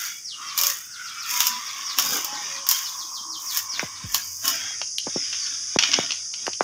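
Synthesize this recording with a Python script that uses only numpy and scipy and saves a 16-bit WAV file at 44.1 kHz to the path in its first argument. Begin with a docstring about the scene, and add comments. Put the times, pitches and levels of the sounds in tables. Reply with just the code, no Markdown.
"""A bamboo strip is pulled over a fixed blade in eight strokes, close to the microphone: it rubs,
sings faintly, and its fibres tear and snap. It is tossed onto a pile, and the next strip is dragged
out, knocking and clattering on the ground. Further off in the walled yard chicks peep and a second
bird whistles. Far insects shrill throughout, and a low hum comes up in the second half."""
import sys
import numpy as np
from scipy import signal
from scipy.fft import rfft, irfft
from scipy.io import wavfile
from scipy.ndimage import uniform_filter1d

SR = 44100
rng = np.random.default_rng(int(sys.argv[2]) if len(sys.argv) > 2 else 0)


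def transcribe(signal):
    """Save signal, clipped to [-1, 1], as a 16-bit WAV file at the path in sys.argv[1]."""
    frames = np.atleast_2d(signal).T
    limited = np.clip(frames, -1, 1)
    pcm = np.round(limited * 32767).astype(np.int16)
    wavfile.write(sys.argv[1], SR, pcm)


N = 292383
TIME = np.arange(N) / SR


def amp(db):
    """Decibels to gain."""
    return 10 ** (np.asarray(db) / 20)


def unit(x):
    """Scales to rms 1."""
    return x / np.sqrt(np.mean(x ** 2) + 1e-20)


def read(points, hz):
    """A spectrum read on a log-frequency axis."""
    f, value = np.transpose(points)
    return np.interp(np.log(hz + 1), np.log(f + 1), value)


def add(mix, start, sound):
    """Mixes a sound in at a start in seconds."""
    part = mix[max(round(start * SR), 0):][:len(sound)]
    part += sound[:len(part)]


def colour(x, points):
    """Gives a steady sound a spectrum, at rms 1."""
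    return unit(irfft(rfft(x) * amp(read(points, np.fft.rfftfreq(len(x), 1 / SR))), len(x)))


def swell(t, start, hold, rise, fall):
    """Attack, hold and release as a gain; rise and fall are the seconds for 20 dB."""
    below = np.maximum(start - t, 0) / rise + np.maximum(t - start - hold, 0) / fall
    return amp(-20 * np.minimum(below, 10))


def resonate(x, hz, width):
    """A resonance of gain 1 that can follow a pitch curve."""
    r = np.exp(-np.pi * width / SR)
    if np.ndim(hz) == 0:
        c = r * np.cos(2 * np.pi * hz / SR)
        return 2 * (1 - r) * signal.lfilter([1, -c], [1, -2 * c, r * r], x)
    turn = np.exp(2j * np.pi * np.cumsum(hz) / SR)
    return 2 * (turn * signal.lfilter([1 - r], [1, -r], x / turn + 1e-18)).real


def slips(per_s, spread_db, smooth):
    """Stick-slip: tiny clicks of very unequal size over smooth friction."""
    clicks = amp(spread_db * np.minimum(rng.exponential(1, N), 4)) * rng.choice([-1, 1], N)
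    return unit(clicks * (rng.random(N) < per_s / SR)) + smooth * rng.standard_normal(N)


def patchy(x, frames, bins, depth_db=5):
    """Resonances come and go as the contact point travels along the strip."""
    spectra = signal.stft(x, nperseg=1024, noverlap=768)[2]
    patches = uniform_filter1d(rng.standard_normal(spectra.shape), bins, axis=0)
    patches = unit(uniform_filter1d(patches, frames, axis=1))
    return signal.istft(spectra * amp(depth_db * patches), nperseg=1024, noverlap=768)[1][:N]


# The blade bites. Each row: start, hold, rise and fall in seconds, then rub, fizz and drag in dB.
CUTS = [(0, 0.069, .02, 0.18, -36.5, -36, -69), (.578, 0.13, 0.028, 0.19, -35.5, -30.5, -60),
        (1.309, 0.16, 0.084, 0.12, -33.5, -29.5, -64), (1.986, 0.19, 0.025, 0.14, -32.5, -30.5, -42),
        (2.696, 0.072, 0.027, 0.3, -36, -30.5, -65.5), (3.554, 0.036, 0.15, 0.079, -38.5, -29, -68),
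        (4.147, 0.023, 0.075, .13, -39.5, -30.5, -54), (4.449, 0.052, 0.027, .12, -33, -28, -47.5)]
# The strip slides uncut. Each row: start and hold in seconds, then rub, fizz and drag in dB.
SLIDES = [(0.43, 0.15, -43, -52, -66.5), (1.02, 0.23, -44.5, -51, -83), (1.532, 0.44, -40, -47, -63.5),
          (2.287, 0.27, -39.5, -49.5, -55.5), (2.9, 0.31, -69, -49, -66), (3.423, 0.071, -63, -38.5, -65.5),
          (3.771, 0.065, -40.5, -45, -57.5), (3.974, 0.081, -45, -58, -63), (4.247, 0.19, -60.5, -40, -72),
          (4.54, .15, -38, -58, -54.5), (5.115, .18, -45.5, -70, -64), (5.32, 0.23, -44, -67, -67.5),
          (5.59, 0.12, -50, -71, -76), (5.823, 0.18, -33.5, -71, -47), (6.098, 0.033, -43, -75, -64),
          (6.4, 0.047, -48.5, -83, -59)]
# Modes of a long strip. Each row: frequency and width in Hz, level in dB.
STRIP_MODES = [(1125, 18, 4.5), (1230, 33, -22), (1454, 17, -20), (1860, 35, -11), (2090, 30, -14),
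               (2260, 24, 3), (2420, 70, 3.5), (2980, 44, 8), (3330, 64, 12.5), (3645, 95, 8)]
# Spectra of the rub, the tearing fizz and the dragging end. Each row: frequency in Hz, level in dB.
RUB_SPECTRUM = [(500, -42), (950, -17), (1400, 2), (2100, 3), (2500, 2), (3300, 2.5), (3750, 0.5),
                (4200, -15), (4700, 5.5), (5400, 7), (6500, 4), (7800, -17), (10500, -37), (13000, -60)]
FIZZ_SPECTRUM = [(1500, -32), (3300, -27), (4300, -19), (5200, -1), (6700, 12.5), (7900, -4), (10000, -2),
                 (11300, -4), (13000, 1.5), (15000, 5.5), (16000, -11)]
DRAG_SPECTRUM = [(30, -38), (110, -14.5), (180, -2.5), (280, 5), (450, -8.5), (700, -1.5), (1200, -3.5),
                 (3000, -57)]
def scraping(bright_hz=2700, firm_db=-37):
    """At the microphone, slips ring the strip and tearing fibres fizz; its far end drags on earth."""
    t = TIME[::64]
    moves = list(CUTS) + [(start, hold, 0.13, 0.18, *db) for start, hold, *db in SLIDES]
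    power = sum(np.outer(amp(db), swell(t, start, hold, rise, fall)) ** 2
                for start, hold, rise, fall, *db in moves)
    rub_gain, fizz_gain, drag_gain = [np.interp(TIME, t, gain) for gain in np.sqrt(power)]
    grip = slips(per_s=1400, spread_db=3, smooth=0.76)
    ringing = unit(sum(amp(db) * resonate(grip, hz, width) for hz, width, db in STRIP_MODES))
    ring_db = np.interp(TIME, [3.6, 4.4, 5.0, 5.8], [-14.5, -32, -4, -3.5])  # most when held loosely
    rub = patchy(colour(grip, RUB_SPECTRUM), frames=16, bins=3) * amp(2.5) + ringing * amp(ring_db)
    dull = signal.sosfiltfilt(signal.butter(3, bright_hz, fs=SR, output="sos"), rub)
    brightness = np.minimum(rub_gain / amp(firm_db), 1) ** 0.18  # a light touch is duller
    rub = dull + (rub - dull) * brightness
    fizz = colour(slips(per_s=650, spread_db=4.5, smooth=1), FIZZ_SPECTRUM)
    drag = colour(slips(per_s=800, spread_db=7, smooth=1), DRAG_SPECTRUM)
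    return rub * rub_gain + fizz * fizz_gain + patchy(drag, frames=14, bins=2) * drag_gain


# Spectra of the insects and the still air. Each row: frequency in Hz, level in dB.
INSECT_SPECTRUM = [(3900, -53), (4300, -23), (4800, 3.5), (5500, 4.5), (6400, 6), (7000, -4.5), (7700, -24),
                   (10300, -16), (11500, -40)]
AIR_SPECTRUM = [(20, -15), (45, -11), (90, -0.5), (200, -5), (500, -13.5), (1500, -19), (4300, -35),
                (5000, -3), (8000, 0), (10300, -5.5), (11500, -41), (16000, -40)]
# The chorus swells twice. Each row: time in seconds, level in dB.
CHORUS_LEVELS = [(0, -41.5), (1.3, -42.5), (2.5, -35.5), (3.2, -35.5), (4.0, -39.5), (4.75, -32.5),
                 (5.4, -30), (6.63, -33.5)]
def insects_and_air():
    """Far from the microphone, many insects merge into one shrill band above the still air."""
    chorus_db = np.interp(TIME, *np.transpose(CHORUS_LEVELS))
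    insects = colour(rng.standard_normal(N), INSECT_SPECTRUM) * amp(chorus_db)
    return insects + colour(rng.standard_normal(N), AIR_SPECTRUM) * amp(-50.5)


CRACK_HZ = np.fft.rfftfreq(1024, 1 / SR)
def causal(gain_db, size=1024):
    """The sharpest impulse response that has these band gains."""
    cepstrum = irfft(np.log(amp(gain_db)))
    cepstrum[1:size // 2] *= 2
    cepstrum[size // 2 + 1:] = 0
    return irfft(np.exp(rfft(cepstrum)))


def crack(gain_db, t60, rattle_db, rattle_t60, rise):
    """A spike of splintering, then a weaker rattle of the strip; peak about 1."""
    t = np.arange(4096) / SR
    spike = amp(-60 * np.maximum(t - rise, 0) / t60)
    rattle = amp(rattle_db - 60 * t / rattle_t60)
    burst = rng.choice([-1, 1], len(t)) * (spike + rattle) * np.minimum(t / rise, 1) ** 2
    sound = signal.fftconvolve(burst, causal(gain_db))
    return sound / np.sqrt(uniform_filter1d(sound ** 2, size=64).max()) / 2


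def small_snaps(per_s=55, most=32):
    """Lesser fibres give way at random while the blade bites; rows as in LOUD_SNAPS."""
    rows = []
    for start, hold, _, _, _, fizz_db, _ in CUTS:
        timing, strength = rng.random((most, 2)).T
        delays = (np.arange(most) + timing) / per_s
        levels = fizz_db + 14 + strength
        rows += [(start + delay, db, -20.5) for delay, db in zip(delays, levels) if delay < hold]
    return rows


# The loudest fibres breaking. Each row: start in seconds, level and woody body in relative dB.
LOUD_SNAPS = [(.576, -7, -28), (.587, -6, -13.5), (.612, -4.5, -24), (.634, -4, -13), (.667, -2.5, -30),
              (.7, -10.5, -12), (1.403, -2, -9.5), (1.468, -2, -24), (1.985, -1, -6), (1.995, -9, -32),
              (2.245, -11.5, -21), (2.666, -13, -10), (2.688, 0, -33), (2.711, -1, -22), (3.571, -5, -24),
              (4.144, -2.5, -7.5), (4.478, -4.5, -21)]
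def snaps():
    """Fibres break at the blade with a bright crack, close to the microphone."""
    out = np.zeros(N)
    tilt_db = read([(500, -12), (1100, 2.5), (7000, 1.5), (9500, 0)], CRACK_HZ)
    body = read([(3600, 0.76), (5000, 0.21)], CRACK_HZ)
    for start, db, body_db in list(LOUD_SNAPS) + small_snaps():
        add(out, start, amp(db - 2) * fibre_snap(tilt_db + body * (body_db + 18)))
    return out


# Spectrum of a breaking fibre. Each row: frequency in Hz, level in dB.
SNAP_SPECTRUM = [(120, -73), (200, -41), (401, -13), (806, -13), (1080, -4.5), (1530, -14.5), (2250, -16),
                 (2510, -13), (2960, -5), (4040, -10), (5420, 2.5), (7010, -2.5), (8420, -16), (14900, 0.5),
                 (16000, -11.5)]
def fibre_snap(tint_db):
    """One fibre splinters and leaves the strip rattling."""
    spectrum = read(SNAP_SPECTRUM, CRACK_HZ) + tint_db
    return crack(spectrum, t60=0.0065, rattle_db=-4.5, rattle_t60=0.095, rise=0.0017)


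def slip_tone(samples, hz, width, harmonics):
    """A short tone whose pitch wanders, fading in and out."""
    wander = np.sqrt(2 * np.pi * width / SR) * rng.standard_normal(samples)
    phase = np.cumsum(2 * np.pi * hz / SR + wander)
    tone = unit(sum(unit(resonate(np.sin(k * phase), k * hz, 50)) for k in harmonics))
    return tone * signal.windows.tukey(samples, 0.4)


# Squeals and groans. Each row: start and end in seconds, pitch and width in Hz, level in dB.
SQUEALS = [(0.0193, 0.224, 2250, 110, -48.5), (.585, .74, 560, 143, -48.5), (1.48, 1.61, 230, 52, -53),
           (3.24, 3.39, 310, 48, -55), (1.286, 1.63, 993, 5.8, -36.5), (1.1, 1.523, 1386, 14, -45.5),
           (2.24, 2.444, 846, 66, -41.5), (2.461, 2.67, 550, 13, -53.5), (3.5, 4.405, 2270, 51, -55.5),
           (4.436, 4.518, 1083, 32, -36.5), (4.431, 4.547, 2966, 18, -35), (4.413, 4.59, 670, 47, -49),
           (4.583, 4.76, 3280, 7.5, -40.5)]
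def squeals():
    """Close by, the strip squeals or groans where it slips evenly."""
    out = np.zeros(N)
    for start, end, hz, width, db in SQUEALS:
        add(out, start, amp(db) * slip_tone(int((end - start) * SR), hz, width, harmonics=[1]))
    add(out, 6, amp(-47) * slip_tone(64, hz=443, width=2, harmonics=range(2, 6)))  # one faint tick
    return out


def peep(length, first_hz, last_hz):
    """A slightly hoarse whistle that slides down and levels out."""
    progress = np.linspace(0, 1, int(length * SR))
    waver = 1 + 0.01 * unit(uniform_filter1d(rng.standard_normal(len(progress)), size=50))
    glide = np.interp(progress, [0, 0.25, 0.6, 0.8, 1], [0, 0.25, 0.68, 0.92, 1])
    hz = (first_hz + (last_hz - first_hz) * glide) * waver
    throat_db = read([(3100, 1), (4100, -2), (4900, 3), (5900, 7)], hz)
    return amp(throat_db) * signal.windows.tukey(len(hz), 0.25) * np.sin(2 * np.pi * np.cumsum(hz) / SR)


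# Chick calls. Each row: start and length in seconds, last pitch in Hz, level in relative dB.
PEEPS = [(0.235, .112, 2700, -41), (0.456, 0.073, 3310, -43.5), (0.901, 0.068, 3200, -47),
         (1.031, 0.083, 3090, -45.5), (1.187, 0.071, 3200, -42), (1.489, .064, 3250, -43),
         (1.649, 0.065, 3270, -43), (1.844, 0.097, 3370, -38.5), (2.312, 0.065, 3260, -43),
         (2.52, .072, 3130, -44), (2.833, 0.057, 3320, -39), (2.972, .062, 3180, -42),
         (3.122, 0.069, 3050, -41), (3.288, 0.085, 2960, -41), (3.456, .082, 3160, -38),
         (3.682, 0.097, 3390, -38), (3.923, 0.061, 3310, -49.5)]
def chicks(first_hz=6060):
    """Further off in the yard, the chicks repeat one falling peep."""
    out = np.zeros(N)
    for start, length, last_hz, db in PEEPS:
        add(out, start, amp(db) * peep(length, first_hz, last_hz))
    return out


# Long slides. Each row: start, hold, rise and fall in seconds, first pitch in Hz, first level in dB.
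HOLLOW_NOTES = [(0.396, 0.31, 0.059, 0.11, 1210, -40.5), (0.998, 2.84, 0.25, 0.83, 1450, -41)]
def hollow_notes(rest_hz=1071, sink_s=0.39, fade_db_per_s=1.57):
    """A long slide sounds a hollow note close by, sinking as the strip settles."""
    out = np.zeros(N)
    for start, hold, rise, fall, first_hz, db in HOLLOW_NOTES:
        age = np.maximum(TIME - start, 0)
        hz = rest_hz + (first_hz - rest_hz) * np.exp(-age / sink_s)
        note = unit(resonate(resonate(rng.standard_normal(N), hz, 166), hz, 230))
        out += note * swell(TIME, start, hold, rise, fall) * amp(db - fade_db_per_s * age)
    return out


def hum():
    """A low hum swells in the background, then stays on more quietly."""
    crest = amp(-57.5) * swell(TIME, start=4, hold=0.74, rise=0.8, fall=0.6)
    steady = amp(-64) * swell(TIME, start=4, hold=N / SR, rise=0.8, fall=0.6)
    drone = unit(resonate(resonate(rng.standard_normal(N), 93.3, 6.6), 78, 60))
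    return drone * np.maximum(crest, steady)


# Spectrum of strip striking strip. Each row: frequency in Hz, level in dB.
CLACK_SPECTRUM = [(150, -103), (250, -19.5), (589, -18.5), (1480, -5.5), (1700, -8), (2440, -4),
                  (2950, 0.5), (3320, -3), (3940, -14), (4220, -8.5), (5550, -0.5), (6260, -6.5),
                  (8100, -34.5), (11600, -38.5), (15000, -75)]
# Strikes. Each row: start in seconds, level, woody body and brittle top in relative dB, ring in seconds.
CLACKS = [(3.794, -6.5, -6, -52, 0.0053), (4.815, -12, -27, -36, 0.011), (4.983, -8, -44, -28, 0.0072),
          (5.327, -16, -24.5, -42.5, 0.11), (5.462, -20.5, -30, -45, .05),
          (5.7869, -0.5, -24.5, -38, 0.037), (5.825, -5, -23, -41, .009), (5.835, -3.5, -24, -50, 0.04),
          (5.9156, -7, -35, -58, 0.0083), (5.934, -6, -28, -54, 0.0064), (5.939, -2.5, -31, -69, 0.022),
          (6.062, -16, -36, -40, .006), (6.106, -11, -32, -51, .017), (6.119, -9, -30.5, -50, 0.0034),
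          (6.338, -17.5, -32, -54, 0.027), (6.4659, -12.5, -12.5, -30, 0.014),
          (6.531, -16.5, -39, -57, 0.018)]
def clacks():
    """Strips clack on each other at the nearby pile, hard tips brighter than flat sides."""
    out = np.zeros(N)
    body = read([(1900, 1), (3000, 0.056)], CRACK_HZ)
    top = read([(7000, 0), (9500, 1)], CRACK_HZ)
    for start, db, body_db, top_db, ring in CLACKS:
        spectrum = read(CLACK_SPECTRUM, CRACK_HZ) + body * (body_db + 19.5) + top * (top_db + 44)
        clack = crack(spectrum, t60=ring, rattle_db=-14, rattle_t60=0.072, rise=0.00071)
        add(out, start, amp(db - 1.5) * clack)
    return out


def swing(t, hz, sink_cycles, loss_db, rest_share=0.072, rise_cycles=0.93):
    """Quick bending waves arrive before slow ones: swings of falling pitch, strongest at t = 0."""
    sinking = sink_cycles * np.log(np.maximum(1 + t * hz / sink_cycles, 1e-3))
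    turns = rest_share * hz * t + (1 - rest_share) * sinking
    onset = np.exp(-(np.minimum(turns, 0) / rise_cycles) ** 2)
    return np.cos(2 * np.pi * turns) * onset * amp(-loss_db * np.maximum(turns, 0) ** 1.28)


# Dull blows. Each row: time in seconds, peak in dB, pitch in Hz, swings for the pitch to sink to
# about 1/e, loss in the first swing in dB, grit in dB against the peak.
KNOCKS = [(3.83, -20, 600, 1.6, 3.5, -5), (4.047, -28.5, 145, 3, 3, -7), (4.816, -23.5, 990, 2.2, 9, -6),
          (5.07, -21, 564, 1.9, 4, -1.5), (5.162, -16.5, 406, 1.37, 8.5, -13),
          (5.762, -10.5, 636, 1.1, 5, -16), (5.989, -10, 565, 0.86, 11, -19),
          (6.48, -14, 740, 1.25, 9.5, -15), (6.6085, -4, 910, 1.2, 8.5, -15.5)]
def knocks(lead_s=0.01, grit_t60=0.066):
    """Close by, heavily damped dull blows, each with a scuff of grit."""
    out, t = np.zeros(N), np.arange(SR // 8) / SR
    for start, db, hz, sink_cycles, loss_db, grit_db in KNOCKS:
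        grit = rng.standard_normal(len(t)) * amp(-60 * t / grit_t60)
        band = signal.butter(1, [hz / 2, hz * 2], "bandpass", fs=SR, output="sos")
        scuff = signal.sosfilt(band, signal.sosfilt(band, grit))
        add(out, start, amp(db + grit_db) * scuff / abs(scuff).max())
        add(out, start - lead_s, amp(db) * swing(t - lead_s, hz, sink_cycles, loss_db))
    return out


# Bird calls. Each row: start and length in seconds, first pitch in Hz, level in relative dB.
WHISTLES = [(4.207, 0.027, 4860, -41), (5.134, 0.12, 5610, -38), (5.382, 0.057, 4860, -37)]
def second_bird(sag_hz_per_s=6500):
    """Away from the microphone, another bird whistles on a flatter note."""
    out = np.zeros(N)
    for start, length, hz, db in WHISTLES:
        add(out, start, amp(db) * peep(length, hz, hz - sag_hz_per_s * length))
    return out


# Spectrum of smooth bamboo skin sliding on skin. 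Each row: frequency in Hz, level in dB.
SWISH_SPECTRUM = [(1000, -40), (1400, -3), (2500, -4), (3500, -4), (4200, -24), (7000, -6), (9500, 4),
                  (11500, -5), (15000, -20)]
def swish():
    """The next strip slides out of the nearby pile with one dry hiss."""
    # The negative hold overlaps rise and fall, which lowers the crest.
    gain = amp(-44) * swell(TIME, start=5.5, hold=-0.16, rise=0.18, fall=0.3)
    return gain * colour(rng.standard_normal(N), SWISH_SPECTRUM)


# Decay of the yard. Each row: frequency in Hz, seconds to fall 60 dB.
YARD_DECAY = [(150, 0.22), (700, 0.12), (2500, 0.27), (6000, 0.28), (15000, 0.038)]
def yard(x, echoes_per_s=3000, first_echo_s=0.005):
    """Short scattered echoes reach the microphone from the walls and the tin fence."""
    n = SR // 2
    taps = rng.standard_normal(n) * (rng.random(n) < echoes_per_s / SR) * (TIME[:n] > first_echo_s)
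    hz, t, spectra = signal.stft(taps, SR, nperseg=256)
    decay = amp(-60 * t / read(YARD_DECAY, hz)[:, None])
    tail = signal.istft(spectra * decay, SR, nperseg=256)[1]
    return signal.fftconvolve(x, tail / np.linalg.norm(tail))[:N]


def scene():
    """One microphone beside the work; the birds further off, heard partly by way of the walls."""
    cracks, thuds, birds = snaps() + clacks(), knocks(), chicks() + second_bird()
    work = scraping() + squeals() + hollow_notes() + swish() + cracks + thuds
    echoes = yard(amp(-11.5) * cracks + amp(-21) * thuds + amp(2.5) * birds)
    return (work + birds + echoes + insects_and_air() + hum())[None]


def record(dry):
    """The level dips briefly before the loudest clack; peaks clip and the treble ends at 15.8 kHz."""
    dip_db = np.where((TIME > 5.772) & (TIME < 5.786), -23.0, 0.0)
    clipped = np.clip(dry * amp(uniform_filter1d(dip_db, size=40)), -1, 1)
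    lowpass = signal.firwin(511, 15800, window=("kaiser", 9), fs=SR)
    return signal.oaconvolve(clipped, lowpass[None], "same")


dry = scene()
out = record(dry)
transcribe(out)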